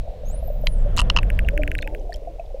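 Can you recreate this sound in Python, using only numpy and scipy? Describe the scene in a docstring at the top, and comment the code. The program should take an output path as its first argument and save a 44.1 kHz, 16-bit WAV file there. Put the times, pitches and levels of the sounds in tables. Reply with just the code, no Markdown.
"""A dolphin swims close past a microphone in a watertight housing, under water in open sea.
Its whistle is a gliding tone with echoes; hard clicks set the housing's decaying modes ringing.
Softer sonar clicks follow, each a band-limited knock with a bright tick; one dry snap falls in the whistle.
Bubbles gurgle and ping as swelling, dying sines, with crackle, fizz and a soft low tone in the wake.
Behind lie the rumble, buffeting and hiss of moving water and the faint wash of the sea, all coloured noise."""
import sys
import numpy as np
from scipy import signal
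from scipy.fft import rfft, irfft
from scipy.io import wavfile
from scipy.ndimage import uniform_filter1d

SR = 44100
rng = np.random.default_rng(int(sys.argv[2]) if len(sys.argv) > 2 else 0)


def pcm_store(signal):
    """Save signal as 16-bit PCM."""
    levels = np.round(np.clip(np.atleast_2d(signal), -1, 1) * 32767)
    wavfile.write(sys.argv[1], SR, levels.astype(np.int16).T)


N = 114660
T = np.arange(N) / SR
BRIEF = T[:SR // 4]  # time base of one short sound
CUTOFF_HZ = 16500  # top of the microphone's range


def from_db(db):
    """Decibels to gain."""
    return 10 ** (np.asarray(db) / 20)


def rms_one(x):
    """Scale to unit rms."""
    return x / np.sqrt(np.mean(x ** 2) + 1e-20)


def in_time(rows):
    """Each column of a curve, joined by straight lines."""
    s, *columns = np.transpose(rows)
    return [np.interp(T, s, c) for c in columns]


def add(out, s, sound):
    """Mix a sound in at time s."""
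    i = int(s * SR)
    out[i:i + len(sound)] += sound[:N - i]


def butterworth(x, order, hz, kind):
    """Filter a sound with a Butterworth slope."""
    return signal.sosfilt(signal.butter(order, hz, kind, fs=SR, output="sos"), x)


def drift(rate_hz):
    """Slow chance of spread 1: twice-smoothed noise, drawn every 40 samples and joined by lines."""
    step = 40
    r = np.exp(-2 * np.pi * rate_hz * step / SR)
    settle = 2000  # first draws, dropped while the smoothing settles
    draws = rng.standard_normal(N // step + 2 + settle)
    slow = rms_one(signal.lfilter([1], [1, -2 * r, r * r], draws)[settle:])
    return np.interp(np.arange(N) / step, np.arange(len(slow)), slow)


def noise(spectrum):
    """Unit-rms noise of a given colour, its spectrum drawn over log frequency."""
    hz, db = np.transpose(spectrum)
    bins_hz = np.fft.rfftfreq(N, 1 / SR)
    colour = from_db(np.interp(np.log(bins_hz + 1), np.log(hz), db))
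    colour[0] = 0  # no constant offset
    return rms_one(irfft(rfft(rng.standard_normal(N)) * colour, N))


def tail(x, t60):
    """A diffuse echo: decaying noise of unit energy, convolved with the sound."""
    echoes = rng.standard_normal(SR) * np.exp(-np.log(1000) * T[:SR] / t60)
    return signal.fftconvolve(x, echoes / np.linalg.norm(echoes))[:N]


def whistle():
    """A nearly pure tone arches up and down; its octave shows while it is low."""
    # The whistle's central pitch: (time [s], pitch [Hz])
    pitch_curve = [(.26, 6380), (.302, 6760), (.37, 10100), (.43, 12000), (.452, 13500), (.545, 15350),
                   (.578, 14800), (.612, 14000), (.652, 13000), (.675, 11070), (.778, 8120), (.802, 7450),
                   (.83, 7860)]
    # The whistle's loudness before flutter: (time [s], level [dB])
    level_curve = [(.255, -63), (.275, -57.5), (.37, -53.5), (.425, -61), (.47, -49), (.53, -63),
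                   (.63, -63), (.68, -53), (.745, -58), (.77, -68), (.79, -62), (.835, -69)]
    waver, flutter_db, octave_db = 0.0059, 4.5, -9  # waver is a fraction of the pitch
    hz, = in_time(pitch_curve)
    db, = in_time(level_curve)
    phase = 2 * np.pi * np.cumsum(hz * (1 + waver * drift(150))) / SR
    octave_fade = np.clip((CUTOFF_HZ - 2 * hz) / 2000, 0, 1)  # gone where it would pass the cutoff
    tone = np.sin(phase) + from_db(octave_db) * octave_fade * np.sin(2 * phase)
    sounding = (T > level_curve[0][0]) & (T < level_curve[-1][0])
    return np.sqrt(2) * tone * sounding * from_db(db + flutter_db * drift(46))


def whistle_paths(call):
    """The whistle arrives direct and by diffuse echoes; its top lingers longest."""
    bounce = from_db(-11) * tail(call, 0.056)
    top = butterworth(call, 6, 13500, "high")
    return call + bounce + from_db(-10) * tail(top, 1.3)


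def struck(modes, tilt_db=0, stretch=1, pitch=1, hold_s=0):
    """Modes of alternating sign and slightly chance strength hold, then die; tilted about the strongest."""
    centre_hz = max(modes, key=lambda m: m[1])[0]
    age = np.maximum(BRIEF / stretch - hold_s, 0)
    out = np.zeros(len(BRIEF))
    for k, (hz, db, t60) in enumerate(modes):
        chance_db = rng.uniform(-0.57, 0.5)
        gain = (-1) ** k * from_db(db + tilt_db * np.log2(hz / centre_hz) + chance_db)
        decay = np.exp(-np.log(1000) * age / t60)
        out += gain * decay * np.sin(2 * np.pi * hz * pitch * BRIEF)
    return out


def crack(decay_s, low_hz, high_hz):
    """The very short edge of a click: a band of noise given the energy of its envelope."""
    envelope = np.exp(-BRIEF / decay_s) * (1 - np.exp(-4 * BRIEF / decay_s))
    burst = butterworth(rng.standard_normal(len(BRIEF)) * envelope, 2, [low_hz, high_hz + 1], "band")
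    return burst * np.linalg.norm(envelope) / np.linalg.norm(burst)


def hard_clicks():
    """Clicks aimed at the housing crack and make it ring, the strongest into saturation."""
    # Clicks at the housing: (time [s], ring level before tilt [dB], brightness [dB per octave],
    # ring length [factor], ring pitch [factor], crack level before dulling [dB], crack's upper edge [Hz])
    click_rows = [(.9662, -27, 11, .6, 0.68, -20, 15000), (.9718, -18, 1, 0.47, 1.39, -18, 10000),
                  (0.9763, -20.5, -6, 1.7, 1, -15, 8540), (0.9832, -15, 14.5, 0.44, 0.83, -12.5, 9400),
                  (.9902, -8, -3, 0.64, 1.04, -14, 7000), (.9925, -15, 7, 1.1, 0.955, -22, 6500),
                  (0.9963, -14.5, -3.5, 2.1, .99, -9.5, 9400),
                  (1.0038, -19.5, 11, 0.89, 1.056, -10.5, 9500),
                  (1.0158, -21.5, -4.5, 1.18, 1.01, -15, 9600), (1.0998, -5, 1.5, 1.03, 1.02, -5.5, 6500),
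                  (1.1636, -8.5, -2, 1.4, 0.97, -17, 6000), (1.172, -10.5, -2, 1.04, 1.05, -16, 5900),
                  (1.1868, -13, -1.5, 1.34, 0.95, -45, 6000)]
    # The housing's modes at factor 1: (pitch [Hz], relative level [dB], decay by 60 dB [s])
    housing_modes = [(986, -11.5, 0.019), (1194, -11, 0.019), (1368, -12.5, 0.01), (1900, -16.5, 0.011),
                     (2755, -2.5, 0.012), (2970, -3.5, 0.0089), (3350, -27, 0.021), (4100, -16, .009),
                     (4400, -20.5, 0.011), (5140, -15, 0.0058), (6500, -21, 0.0044), (7130, -32.5, 0.0049)]
    hold_s = 0.00097  # at ring length 1
    limit = 0.71  # amplitude at which the ring saturates
    rings, cracks = np.zeros(N), np.zeros(N)
    for s, db, tilt_db, stretch, pitch, crack_db, edge_hz in click_rows:
        add(rings, s, from_db(db) * struck(housing_modes, tilt_db, stretch, pitch, hold_s))
        dulled = butterworth(crack(0.00043, 3440, edge_hz), 1, edge_hz, "low")
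        add(cracks, s, from_db(crack_db) * dulled)
    rings = limit * np.tanh(rings / limit)
    return cracks + butterworth(rings, 3, 9600, "low")


def sonar_train():
    """Each click is a bright tick and a short knock, confined to a band whose steep lower edge rings on."""
    # Sonar clicks: (time [s], knock level [dB], tick level [dB])
    sonar_rows = [(1.2308, -20.5, -33), (1.3019, -15.5, -28), (1.3907, -10.5, -27), (1.487, -10.5, -27.5),
                  (1.5766, -13.5, -30.5), (1.634, -14, -31.5), (1.6768, -14.5, -30.5),
                  (1.716, -14.5, -29.5), (1.7516, -14.5, -31), (1.788, -15.5, -35), (1.8268, -17, -35),
                  (1.8751, -19, -31.5), (1.9484, -24, -38)]
    low_hz, high_hz, tick_low_hz, tick_high_hz = 1570, 2720, 7400, 15400
    tick_decay_s, edge_db = 0.00047, -24  # edge relative to the knock
    pulse = 1.0 * (BRIEF == 0)
    knock = signal.sosfilt(signal.ellip(5, .4, 38, low_hz, "high", fs=SR, output="sos"), pulse)
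    knock = butterworth(knock, 11, high_hz, "low")
    knock = knock / np.abs(knock).max()
    out = np.zeros(N)
    for s, db, tick_db in sonar_rows:
        edge = from_db(edge_db) * crack(tick_decay_s, high_hz, tick_low_hz)
        tick = from_db(tick_db) * crack(tick_decay_s, tick_low_hz, tick_high_hz)
        add(out, s, from_db(db) * (knock + edge) + tick)
    return out


def snap():
    """One dry snap during the whistle: a cluster of modes struck once."""
    # The snap: (time [s], level [dB])
    snap_at = (.6704, -12.5)
    # Its modes: (pitch [Hz], relative level [dB], decay by 60 dB [s])
    snap_modes = [(984, -15.5, 0.021), (2020, 2, 0.0091), (2370, 5, 0.0052), (3150, 1.5, 0.0096),
                  (4050, -6, 0.022), (4730, -7.5, 0.012), (6240, -12, 0.0051), (7240, -15, 0.003)]
    out = np.zeros(N)
    add(out, snap_at[0], from_db(snap_at[1]) * struck(snap_modes))
    return out


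def bubble(hz, t60):
    """A bubble swells in a cycle or two and dies away, rising in pitch."""
    swell_cycles, rise = 1.67, 0.045
    t = BRIEF[:int(1.5 * t60 * SR)]
    swell = 1 - np.exp(-(t * hz / swell_cycles) ** 2)
    envelope = swell * np.exp(-np.log(1000) * t / t60)
    return envelope / envelope.max() * np.sin(2 * np.pi * hz * t * (1 + rise * t / t60))


def bubbles():
    """Distinct bubbles stand out of a steady gurgle of small random ones."""
    # Single bubbles: (time [s], starting pitch [Hz], level [dB], decay by 60 dB [s])
    near_rows = [(.075, 650, -28, 0.041), (.233, 603, -29, 0.037), (.343, 580, -28, 0.017),
                 (.426, 631, -27, 0.029), (.479, 653, -27.5, 0.035), (.5, 576, -24.5, 0.032),
                 (.636, 595, -22, 0.048), (.858, 571, -24.5, .12), (1.53, 571, -24, 0.21),
                 (1.592, 598, -20.5, 0.12), (1.87, 861, -36, 0.14), (1.925, 585.6, -27.5, .12),
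                 (2.093, 688, -26, 0.079), (2.272, 669, -26.5, 0.091), (2.394, 661.6, -23.5, .06),
                 (2.543, 515, -23, 0.034), (1.448, 2720, -35, 0.015), (1.483, 2670, -30, .01),
                 (1.619, 2340, -31, 0.024), (1.783, 3820, -29.5, 0.011), (1.812, 4180, -37.5, 0.015),
                 (1.8225, 3520, -30.5, 0.025), (1.824, 4250, -38, 0.01), (1.843, 2510, -38, 0.047),
                 (2.123, 1800, -31.5, 0.034), (2.1297, 4400, -32, 0.01), (2.1418, 5250, -30.5, 0.009),
                 (2.144, 3150, -34.5, 0.027), (2.397, 2500, -39.5, 0.017)]
    gurgles_per_s, gurgle_hz, spread_oct, decay_cycles, gurgle_db = 260, 580, 0.22, 29, -43
    near, crowd = np.zeros(N), np.zeros(N)
    for s, hz, db, t60 in near_rows:
        add(near, s, from_db(db) * bubble(hz, t60))
    for when, a, b, size in rng.random((int(gurgles_per_s * N / SR), 4)):
        hz = gurgle_hz * 2 ** (2 * spread_oct * (a - b))
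        add(crowd, when * N / SR, from_db(12.8 * size) * bubble(hz, decay_cycles / hz))
    return near + from_db(gurgle_db) * rms_one(crowd)


def crackle():
    """Tiny bubbles crack and fizz in the wake: short noise bursts and a scatter of high bubbles."""
    # Faint crackles: (time [s], level [dB])
    crackle_rows = [(1.121, -59), (1.351, -45.5), (1.782, -36), (1.8233, -32), (2.106, -46), (2.124, -44),
                    (2.1297, -46), (2.138, -57), (2.14, -34.5), (2.146, -48), (2.16, -35.5), (2.168, -42),
                    (2.399, -54)]
    fizz_per_s, fizz_hz, fizz_db = 40, 3200, -58
    centre_s, spread_s = 1.65, .3  # when the fizz gathers
    out = np.zeros(N)
    for s, db in crackle_rows:
        add(out, s, from_db(db) * crack(0.00067, 1800, 10500))
    for when, pitch, size in rng.standard_normal((int(fizz_per_s * N / SR), 3)):
        hz = min(fizz_hz * 2 ** (.5 * pitch), CUTOFF_HZ)
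        s = (centre_s + spread_s * when) % T[-1]
        add(out, s, from_db(fizz_db + 4.6 * size) * bubble(hz, 30 / hz))
    return out


def low_tone():
    """A soft low sine wavers in the dolphin's wake."""
    # The tone: (time [s], pitch [Hz], level before a slight flutter [dB])
    tone_curve = [(1.53, 324, -63), (1.588, 307.5, -32.5), (1.63, 275.7, -37), (1.72, 308.3, -46),
                  (1.79, 301.6, -46), (1.85, 282, -49.5), (1.94, 321, -44.5), (2.03, 304.6, -75),
                  (2.22, 268, -62.5), (2.3, 315, -50), (2.37, 358, -62)]
    hz, db = in_time(tone_curve)
    sounding = (T > tone_curve[0][0]) & (T < tone_curve[-1][0])
    tone = np.sin(2 * np.pi * np.cumsum(hz) / SR)
    return np.sqrt(2) * sounding * from_db(db + 1.1 * drift(13)) * tone


def water():
    """Flow rumbles, buffets and hisses as the dolphin passes, over the steady wash of the sea."""
    # Flow past the housing: (time [s], relative rumble level [dB], relative hiss level [dB])
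    flow_curve = [(0, -19, -65), (.18, -31.5, -59.5), (.28, -19, -56), (.56, -19.5, -57), (.76, -10, -52),
                  (.92, -14.5, -46.5), (1.1, -13.5, -44.5), (1.35, -13.5, -47.5), (1.62, -16, -52.5),
                  (1.85, -23, -61), (2.05, -24, -74), (2.35, -30.5, -66), (2.6, -25.5, -80)]
    # Buffeting around 130 Hz: (time [s], level [dB])
    buffet_curve = [(0, -43), (.5, -38.5), (.75, -33.5), (1, -26.5), (1.2, -29), (1.45, -30), (1.7, -35),
                    (2, -49), (2.2, -50.5), (2.6, -60)]
    # Low wash around 400 Hz: (time [s], level [dB])
    wash_curve = [(0, -64), (.7, -56.5), (.95, -43.5), (1.22, -44), (1.4, -52.5), (1.55, -39), (1.8, -50),
                  (1.95, -38), (2.08, -45.5), (2.2, -51.5), (2.6, -60)]
    # Thin hiss near 4 kHz: (time [s], level [dB])
    thin_curve = [(0, -64.5), (.4, -66), (.8, -78.5), (2.6, -74)]
    # Colours of the six noises: (frequency [Hz], relative density [dB per Hz])
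    rumble_colour = [(15, -8), (29, 5.5), (42, -1), (62, -7.5), (100, -25.5), (180, -30.5), (260, -44.5),
                     (450, -52.5), (800, -48), (1500, -84)]
    buffet_colour = [(45, -6), (95, 4), (135, -5), (185, -5), (250, -17), (450, -31), (900, -70)]
    wash_colour = [(170, -21), (280, -6.5), (400, 0.5), (500, 0.5), (750, -16), (1200, -48)]
    hiss_colour = [(300, 7), (700, 0.5), (1100, -1), (1600, -3), (2400, -10.5), (3300, -10), (4500, -28),
                   (8000, -48), (16000, -60)]
    thin_colour = [(1200, -14), (2500, -2), (3100, -8.5), (3900, 1), (4500, -7), (5500, -27), (12000, -42)]
    sea_colour = [(100, -10.5), (280, -5.5), (430, 1.5), (600, 16), (760, -7.5), (950, -3.5), (1300, -17.5),
                  (2600, -12.5), (4200, -19.5), (5500, -19.5), (9000, -26.5), (14500, -28), (17000, -34)]
    rumble_db, hiss_db = in_time(flow_curve)
    rumble = noise(rumble_colour)
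    rumble = rumble / np.sqrt(uniform_filter1d(rumble ** 2, size=SR // 8))  # even out its chance swells
    rumble = from_db(rumble_db - 3.5) * rumble
    buffet = from_db(in_time(buffet_curve)[0]) * noise(buffet_colour)
    wash = from_db(in_time(wash_curve)[0]) * noise(wash_colour)
    hiss = from_db(hiss_db + 0.5 + drift(6.2)) * noise(hiss_colour)
    thin = from_db(in_time(thin_curve)[0]) * noise(thin_colour)
    sea = from_db(-50.5) * noise(sea_colour)
    return rumble + buffet + wash + hiss + thin + sea


def scene():
    """Dolphin, bubbles and water at one microphone; all clicks scatter a faint short echo."""
    call = whistle_paths(whistle())
    clicks = hard_clicks() + sonar_train() + snap()
    clicks = clicks + from_db(-22) * tail(clicks, .05)
    return (call + clicks + bubbles() + crackle() + low_tone() + water())[None]


def record(dry):
    """The microphone's top is cut steeply, just below the cutoff."""
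    return signal.sosfilt(signal.ellip(10, .2, 80, CUTOFF_HZ - 400, fs=SR, output="sos"), dry)


dry = scene()
out = record(dry)
pcm_store(out)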